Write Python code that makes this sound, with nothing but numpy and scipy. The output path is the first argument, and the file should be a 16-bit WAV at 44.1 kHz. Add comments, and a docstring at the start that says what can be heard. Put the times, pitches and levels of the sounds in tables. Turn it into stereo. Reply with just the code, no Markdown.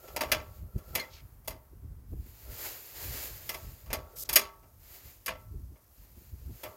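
"""Outdoors, close to a camping stove: a gas cartridge knocks in its sheet-metal housing, then a lever locks it.
Bursts of noise clatter plus ringing modes sound can and housing; a stick-slip tone squeaks, and scrapes and
a shifting grip are noise shaped by the metal's modes. A jacket sleeve, two layers of cloth noise, leads on the left.
Low noise in gusts buffets the two spaced microphone ports, each in its own way, over a distant hush."""
import sys
import numpy as np
from scipy import signal
from scipy.fft import rfft, irfft, next_fast_len
from scipy.io import wavfile
from scipy.ndimage import uniform_filter1d, map_coordinates

SR = 44100
rng = np.random.default_rng(int(sys.argv[2]) if len(sys.argv) > 2 else 0)


def ratio(d):
    """dB to gain"""
    e = np.asarray(d, float) / 20
    return 10 ** e


def put_to_file(sound):
    """Save the sound as 16-bit audio at rate SR, in the file named by the first command-line argument."""
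    columns = np.atleast_2d(sound).T  # one column per channel
    safe = np.clip(columns, -1, 1)
    whole_steps = np.round(safe * 32767)
    wavfile.write(sys.argv[1], SR, whole_steps.astype(np.int16))


N = 298116

# ringing modes of the gas can: (frequency [Hz], relative level [dB], typical t60 [s])
CAN_MODES = [(518.4, -4.5, .3), (616, -4, 0.42), (786, -15, 0.19), (1330, -8.5, 0.53), (1364, -13.5, .4),
             (2042, 2, 0.05), (2290, -3, 0.13), (2800, -2.5, 0.14), (3300, -7, 0.11), (4630, -14, 0.06),
             (7960, -4, 0.069)]
# ringing modes of the sheet-metal housing: (frequency [Hz], relative level [dB], typical t60 [s])
HOUSING_MODES = [(398, -5.5, 0.52), (500, -0.5, 0.12), (807, -13.5, 0.43), (907, -8.5, 0.66),
                 (1128, 0, 0.5), (1193, -3.5, 0.3), (1303, -7, 0.61), (1242, -5.5, 0.24), (1714, 0, 0.15),
                 (2179, -8, 0.14), (2660, -10, 0.041), (5200, -4.5, 0.042), (5900, -5.5, .08),
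                 (6542, -1.5, 0.054)]
# dip and peak of the microphone ports: (frequency [Hz], gain [dB])
PORT_RESPONSE = [(6000, 0), (9000, -2.5), (11000, 2.5), (13200, 9), (15800, 0.5)]
PORT_GAP = 19 / 44100  # travel time between the ports, s


def unit(x):
    """Bring to rms 1."""
    return x / np.sqrt(np.mean(x ** 2) + 1e-20)


def along(points, hz):
    """(Hz, value) points read on a log axis."""
    f, v = np.transpose(points)
    return np.interp(np.log(hz + 1), np.log(f + 1), v)


def curves(rows):
    """One value per sample for each column after the time."""
    s, *cols = np.transpose(rows)
    return [np.interp(np.arange(N) / SR, s, c) for c in cols]


def wobble(rate):
    """A smooth random curve, rate knots a second."""
    return map_coordinates(rng.standard_normal(int(N * rate / SR) + 4), [np.arange(N) * rate / SR])


def filtered(x, response):
    """x filtered by a complex response of frequency."""
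    m = next_fast_len(N + 8192)
    hz = np.fft.rfftfreq(m, 1 / SR)
    return irfft(rfft(x, m) * response(hz), m)[..., :N]


def pair(gain, alike, lead=0):
    """Stereo noise of rms 1 with a colour, a likeness of the sides and a lead of the left side in s."""
    turn = lambda hz: np.arccos(np.clip(alike(hz), 0, 1)) / 2
    spread = lambda hz: gain(hz) * [np.cos(turn(hz)), np.sin(turn(hz))]
    mid, side = filtered(rng.standard_normal((2, N)), spread)
    shift = lambda hz: np.exp(1j * np.pi * lead * np.outer([1, -1], hz))
    return unit(filtered(np.array([mid + side, mid - side]), shift))


def modal(f, lift, width):
    """Noise in the metal is lifted near the modes of can and housing; the peaks widen with pitch."""
    return 1 + sum(lift * ratio(db) / (1 + ((f - hz) / (width * hz)) ** 2)
                   for hz, db, t60 in CAN_MODES + HOUSING_MODES)


def crowded(spacing_hz):
    """A random curve over frequency for the countless close modes of thin plates."""
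    knots = rng.standard_normal(int(SR / 2 / spacing_hz) + 4)
    return lambda f: map_coordinates(knots, [f / spacing_hz])


def air():
    """A smooth, distant hush: steady noise, separate at each port."""
    # far outdoor hush: (frequency [Hz], density [dB per Hz])
    hush = [(150, -97), (300, -99), (1000, -102), (2500, -113), (3600, -118), (5500, -114), (8500, -114),
            (13000, -108), (16000, -110)]
    per_hz_db = np.log10(SR / 2) * 10  # the white noise spreads over SR / 2
    return filtered(rng.standard_normal((2, N)), lambda f: ratio(along(hush, f) + per_hz_db))


def wind():
    """Eddies thump each port in lumps, partly pushing one while pulling the other; the strongest turn sharp."""
    # wind between the gusts: (time [s], level [dB], left over right [dB])
    breeze = [(0, -56, -8), (.13, -48, 21), (.24, -44, 6), (.7, -53, -2), (1.05, -54.5, 5.5),
              (1.3, -46, -28), (1.65, -51, -27), (2.3, -46.5, -13), (2.6, -52, -17), (2.86, -55, -25),
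              (3.25, -47, -2), (3.44, -50, 21), (3.82, -49.5, -6.5), (4.15, -54.5, -14), (4.6, -54, -6),
              (4.9, -49.5, -1), (5, -62, -26), (5.2, -51.5, -9.5), (5.72, -42, 5.5), (5.88, -67, -15),
              (6.25, -51, -27), (6.42, -45, -27.5), (6.6, -56, -5), (6.76, -63, -21)]
    # gusts that thump the ports: (time [s], peak level [dB], half length [s], left over right [dB])
    gust_list = [(0.329, -31, 0.041, -2.5), (0.463, -42, 0.07, -3), (0.628, -33.5, .05, 2.5),
                 (0.766, -20, 0.012, 0), (0.902, -41, 0.07, -18), (1.193, -42, 0.073, -15),
                 (1.37, -44, 0.062, 11), (1.524, -35, .04, -2), (1.735, -37.5, 0.025, -4),
                 (1.854, -37.5, 0.059, -15), (1.914, -33.5, 0.017, 7), (1.992, -37.5, .04, 1),
                 (2.139, -30.5, 0.036, -15), (2.213, -34, 0.065, -3), (2.507, -38.5, 0.046, -2.5),
                 (2.702, -50, 0.041, 3), (3.114, -32, 0.078, -2.5), (3.353, -37.5, 0.036, -8),
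                 (3.668, -33.5, 0.052, -1), (3.915, -29, 0.02, 15), (3.98, -31, 0.046, -0.5),
                 (4.31, -40.5, 0.037, 2.5), (5.074, -39, 0.049, -11.5), (5.326, -39, 0.036, -2),
                 (5.559, -35, 0.088, -1), (6.04, -39.5, 0.078, -25.5), (6.183, -41.5, .04, -8),
                 (6.343, -33, 0.016, -8.5), (6.497, -29.5, 0.046, -5.5), (6.681, -40, 0.028, -2)]
    # colour of the buffeting: (frequency [Hz], relative level [dB])
    buffet = [(15, -36), (30, -14), (45, 0.5), (62, 1), (100, -4.5), (150, -14), (250, -28), (500, -47.5),
              (1000, -75.5)]
    fall_db = 9  # fall one half length from the gust's peak
    t = np.arange(0, N + 64, 64) / SR
    breeze_db, lean_db = curves(breeze)
    power = lambda db, pan_db: ratio(2 * db) / (1 + ratio(2 * np.array([[-1], [1]]) * pan_db))
    gusts = sum(power(db - fall_db * np.abs(t - s) / half, pan_db) for s, db, half, pan_db in gust_list)
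    gusts = [np.interp(np.arange(N) / SR, t, port) for port in gusts]
    steady = power(breeze_db + 2.5 * wobble(7.5), lean_db + 6 * wobble(8.1))
    force = np.sqrt(steady + gusts)

    lumps = ratio(4.5 * np.array([wobble(25), wobble(25)]))
    eddies = rng.standard_normal((2, N))
    push = unit(filtered(lumps * (eddies - 0.14 * eddies[::-1]), lambda f: ratio(along(buffet, f))))
    slow = uniform_filter1d(uniform_filter1d(push ** 2, size=4000), size=4000)
    push = unit(push / (np.abs(slow) + .05) ** 0.97)  # lumps stay, the slower drift is left to the gusts
    edge = unit(filtered(push * np.abs(push), lambda f: f / (f + 300)))
    sharp = unit(push + 0.042 * edge)
    flutter_level = ratio(-23.5 + 7 * np.array([wobble(42), wobble(45)]))
    flutter = flutter_level * pair(lambda f: 1 / (1 + ((f - 260) / 130) ** 2), lambda f: 0 * f)
    return force * (sharp + flutter)


def sleeve():
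    """Cloth rubs on cloth on the left; fine grain is shared, slower folds differ between the layers."""
    # speed of the sleeve, as the level of its fine hiss: (time [s], level [dB])
    speed = [(0, -54.5), (.3, -56.5), (.8, -62), (1, -54.5), (1.22, -62), (1.6, -66.5), (2.06, -74),
             (2.1, -62), (2.15, -65), (2.27, -55.5), (2.32, -56.5), (2.48, -51), (2.52, -45), (2.65, -37.5),
             (2.72, -40.5), (2.76, -39.5), (2.82, -46.5), (2.94, -47), (3, -40), (3.24, -39), (3.4, -44.5),
             (3.67, -52), (4, -60), (4.3, -58.5), (4.7, -67), (4.82, -60), (4.95, -45.5), (5.03, -53),
             (5.08, -50.5), (5.21, -62), (5.8, -70), (5.98, -60.5), (6.15, -59.5), (6.41, -61.5),
             (6.56, -56.5), (6.69, -52), (6.76, -56.5)]
    # colour of the fine hiss: (frequency [Hz], relative level [dB])
    fine_colour = [(5000, -26), (9000, -16.5), (11000, -10), (13500, -2), (15800, -8.5)]
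    # colour of the coarse rustle: (frequency [Hz], relative level [dB])
    coarse_colour = [(150, -19), (350, 4), (900, 5), (2500, 0.5), (3600, 1), (4700, 1), (7500, 2),
                     (9000, -10), (12000, -15.5), (16000, -26.5)]
    # likeness of left and right: (frequency [Hz], correlation [0 to 1])
    likeness = [(400, 0.93), (3000, 0.33), (7000, 0.47), (12000, 0.05)]
    # the coarse rustle at a fast stroke; it swings wider than the hiss
    coarse_at_fast_db, coarse_grows, fast_db = -42, 1.118, -38
    # below this speed the folds stop rubbing: further dB lost for each dB slower
    slow_db, coarse_dies = -60, 2
    fine_db, = curves(speed)
    fine_db = fine_db + 1.2 * wobble(12)
    coarse_db = coarse_at_fast_db + coarse_grows * (fine_db - fast_db)
    coarse_db = coarse_db - coarse_dies * np.maximum(slow_db - fine_db, 0)
    grain = 0.56 * wobble(400) + .7 * wobble(30)
    alike = lambda f: along(likeness, f)
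    hiss = pair(lambda f: ratio(along(fine_colour, f)), alike, lead=PORT_GAP)
    rustle = pair(lambda f: ratio(along(coarse_colour, f)), alike, lead=PORT_GAP)
    fine = ratio(fine_db + grain + .8 * wobble(39)) * hiss
    coarse = ratio(coarse_db + grain + 0.53 * wobble(17)) * rustle
    return fine + coarse


def grip():
    """Soft, lumpy rubbing sounded through the low modes of the can and the lowest of the housing."""
    # fingers shifting on the metal: (time [s], level [dB])
    fingers = [(0, -56.5), (.36, -52.5), (.58, -70.5), (.98, -55), (1.2, -76), (2.3, -100), (2.5, -54.5),
               (2.65, -72), (3.6, -100), (3.92, -60.5), (4.3, -58.5), (4.65, -77.5), (5.3, -102),
               (6.5, -74), (6.76, -62)]
    low_modes = CAN_MODES[:5] + HOUSING_MODES[:1]
    broad = lambda f: 0.1 / (1 + (f / 1500) ** 4) / (1 + (300 / (f + 1)) ** 4)
    body = lambda f: broad(f) + sum(ratio(db) / (1 + ((f - hz) / 45) ** 2) for hz, db, t60 in low_modes)
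    level_db = curves(fingers)[0] + 2.2 * wobble(43) + 1.9 * wobble(180)
    return ratio(level_db) * pair(body, lambda f: 0.23 + 0 * f)


def scrapes():
    """Grainy friction under a stroke that swells and falls to a trace; noise is lifted at the metal's modes."""
    # parts sliding on each other:
    # (start [s], loudest [s], end [s], level [dB], lowest frequency [Hz], highest frequency [Hz])
    slides = [(0.777, 0.795, 2.7, -70, 500, 1480), (1.099, 1.155, 1.222, -52.5, 3010, 5260),
              (1.13, 1.185, 1.246, -59.5, 1500, 2600), (4.156, 4.235, 4.24, -34.5, 4400, 14860),
              (4.196, 4.23, 4.29, -63.5, 400, 2607), (4.243, 4.256, 4.275, -49.5, 3518, 8000)]
    t = np.arange(N) / SR
    out = np.zeros((2, N))
    for start, top, end, db, lo_hz, hi_hz in slides:
        stroke = np.interp(t, [start, start + .003, top, end], [0.0048, .22, 0.91, 0.017])
        limits = lambda f: np.sqrt((1 + (lo_hz / (f + 1)) ** 8) * (1 + (f / hi_hz) ** 8))
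        band = lambda f: modal(f, 0.71, 0.018) * ratio(along(PORT_RESPONSE, f)) / limits(f)
        grains = ratio(db + 1.2 * wobble(60) + 2.0 * wobble(280) + 1.4 * wobble(1300))
        out += grains * stroke * pair(band, lambda f: 0.11 + 0 * f)
    return out


def squeak():
    """A short uneven stick-slip: a rough tone with overtones that fade faster."""
    # metal slips on metal: (time [s], mean slip rate [Hz], base level [dB], t60 of the fundamental [s])
    slips = [(.995, 2070, -35.5, 0.17)]
    t = np.arange(N) / SR
    out = np.zeros(N)
    for s, hz, db, t60 in slips:
        since = np.maximum(t - s, 0)
        turn = 2 * np.pi * np.cumsum(hz * (1 + 0.0315 * wobble(270))) / SR
        for k, level in enumerate([6.0, 6.5, -1, -12]):  # dB of each partial
            onset = 1 - np.exp(-since * (k + 1) ** 2 / 0.0083)
            fade = ratio(db + level + 2.5 * wobble(160) - 60 * since * (1 + 1.2 * k) / t60)
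            out += onset * fade * np.sin((k + 1) * turn)
    return np.array([out, np.roll(out, round(PORT_GAP * SR))])  # the right port hears it later


def ringing(modes, t):
    """One burst on a set of modes: new strengths and decays, loose joints blurring them, the high ones most."""
    hz, db, t60 = np.transpose(modes)[:, :, None]
    size, part, damp = rng.standard_normal((3, len(modes), 1))
    flutter = uniform_filter1d(rng.standard_normal((len(modes), len(t))), size=400, axis=1)
    flutter = flutter * 20 * np.clip(hz / 2500, .55, 1) ** 2
    # phases part between the ports
    side = np.array([1, -1])[:, None, None] * part * np.minimum(hz / 2500, 1.5)
    fade = ratio(db + 2 * size + 4 * flutter - 60 * t / (t60 * np.exp(.12 * damp)))
    return np.sum(fade * np.sin(2 * np.pi * hz * t + side + .9 * flutter), axis=1)


def metal_bursts():
    """Bursts of clatter die band by band and ring the can and the housing; sudden ones also crack."""
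    # bursts of metal sound, from sharp knocks to soft swells: (time [s], strength [dB], rise [ms],
    # knock at 600 Hz [dB], edge at 11 kHz [dB], can ring over housing ring [dB])
    bursts = [(0.0753, -42, 6, -12, -6, -4), (0.162, -25.5, 2, -7, -9.5, 15),
              (0.2074, -17, 3, -12.5, -13.5, 0.5), (0.2877, -45.5, 3, 3, -20, -13),
              (0.3171, -12, .4, -16.5, -14, 10.5), (0.7782, -51, 5.5, -6, 0.5, -11),
              (.943, -49.5, 2, 4, -4, 6), (0.9515, -20.5, 2, -12, -6, 21), (.975, -30.5, 4.5, -30, -24, -6),
              (0.996, -34.5, 2, -40, -14, 1), (1.445, -54.5, 13, -6, 3, 7), (1.476, -35, 1.4, -4, 1, 8.5),
              (1.505, -42.5, 2, -5, -6, -5), (3.492, -25.5, .4, -15, -7.5, -4.5),
              (3.5419, -35, 2, -6.5, -9.5, 11), (3.86, -48, 3, -10, -8, -3),
              (3.9025, -31, 3, -6.5, -20.5, 6.5), (3.93, -25, .5, -9, -5.5, 1),
              (4.164, -49.5, 3, -20, 1, -1), (4.2898, -21.5, 3, -13.5, -6.5, -0.5),
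              (4.3287, -30, 1.2, -8.5, 6.5, -2), (4.3571, -9, 1.5, -21, -2.5, -5.5),
              (4.628, -56, 6, 0, -15.5, -3), (5.2606, -29, 1, -29, -4, 5),
              (5.2793, -21, 1.1, -12.5, -24, 13.5), (5.7551, -56, 4, -3, -28, -4),
              (6.6327, -37.5, 2, -0.5, -3, 17), (6.646, -36.5, 8, -8.5, -37, -9)]
    # dense clatter of the thin plates, by band: (frequency [Hz], level [dB], share of the base t60 [ratio])
    plates = [(302, -3, 2.2), (530, 7.5, 1.94), (1090, 0.5, 1.7), (2190, 3, 1.03), (4360, 1.5, 0.85),
              (8000, 9, 0.64), (12800, 12, 0.52)]
    usual_db = -30  # strength of a middling burst
    base_t60 = .16  # s, scaled per band and per decay
    ring_db, ring_lags = -24, 0.34  # ringing under the peak; dB it falls behind for each dB of strength
    bite_base_db, bite_follows = 6.5, 0.5  # the bite at 4500 Hz follows the edge
    t = np.arange(SR // 2) / SR
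    hz, db, share = np.transpose(plates)
    swell, rings = np.zeros((len(hz), N + SR)), np.zeros((2, N + SR))
    for s, peak_db, rise_ms, knock_db, edge_db, lean_db in bursts:
        at = slice(round(s * SR), round(s * SR) + len(t))
        onset = 1 - np.exp(-t / max(rise_ms / 1000, 1e-4))
        bite_db = bite_base_db + bite_follows * edge_db
        colour = db + along([(600, knock_db), (2300, 0), (4500, bite_db), (11000, edge_db)], hz)
        crack = ratio(0.5 - 60 * t / 0.0027)  # only a sudden rise lets the crack through
        early = ratio(-60 * t / (0.53 * base_t60 * share[:, None]))
        # the plates keep shaking, weaker and longer
        shiver = ratio(-12.0 - 60 * t / (1.65 * base_t60 * share[:, None]))
        swell[:, at] += ratio(peak_db - 13 + colour)[:, None] * onset * (crack + early + shiver)
        both_db = ring_db - ring_lags * (peak_db - usual_db)
        can_db, housing_db = both_db + np.array([lean_db, -lean_db]) / 2
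        ring = ratio(can_db) * ringing(CAN_MODES, t) + ratio(housing_db) * ringing(HOUSING_MODES, t)
        rings[:, at] += ratio(peak_db) * onset * ring

    edges = np.r_[150, hz, 20000]
    strength, turn = crowded(spacing_hz=89.03), crowded(spacing_hz=500)
    metal = lambda f: modal(f, 0.78, 0.011) * ratio(6.8 * np.tanh(strength(f)))
    # each part of the plates reaches the two ports at its own phase, the more so as wavelengths shrink
    parting = lambda f: np.exp(1j * np.outer([1, -1], turn(f) * np.minimum(f / 2800, 1.2)))
    clatter = np.zeros((2, N))
    for k in range(len(hz)):
        share_of_power = lambda f: along([(edges[k], 0), (edges[k + 1], 1), (edges[k + 2], 0)], f)
        band = pair(lambda f: metal(f) * np.sqrt(share_of_power(f)), lambda f: 0.75 + 0 * f)
        clatter += filtered(band, parting) * swell[k, :N]
    rattle = ratio(1.4 * wobble(300) + 1.5 * wobble(900))  # loose parts chatter within each burst
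    return rings[:, :N] + filtered(rattle * clatter, lambda f: ratio(along(PORT_RESPONSE, f)))


def scene():
    """All sources at the two ports."""
    return air() + wind() + sleeve() + grip() + scrapes() + squeak() + metal_bursts()


def roll_off(x):
    """The treble ends steeply here."""
    return signal.sosfilt(signal.butter(12, 16800, fs=SR, output="sos"), x)


def record(dry):
    """Band limit, then soft clipping at full scale."""
    top_hz = 15850
    x = filtered(dry, lambda hz: hz < top_hz)
    mix = x / (1 + np.abs(x) ** 8) ** (1 / 8)
    return roll_off(mix)


dry = scene()
out = record(dry)
put_to_file(out)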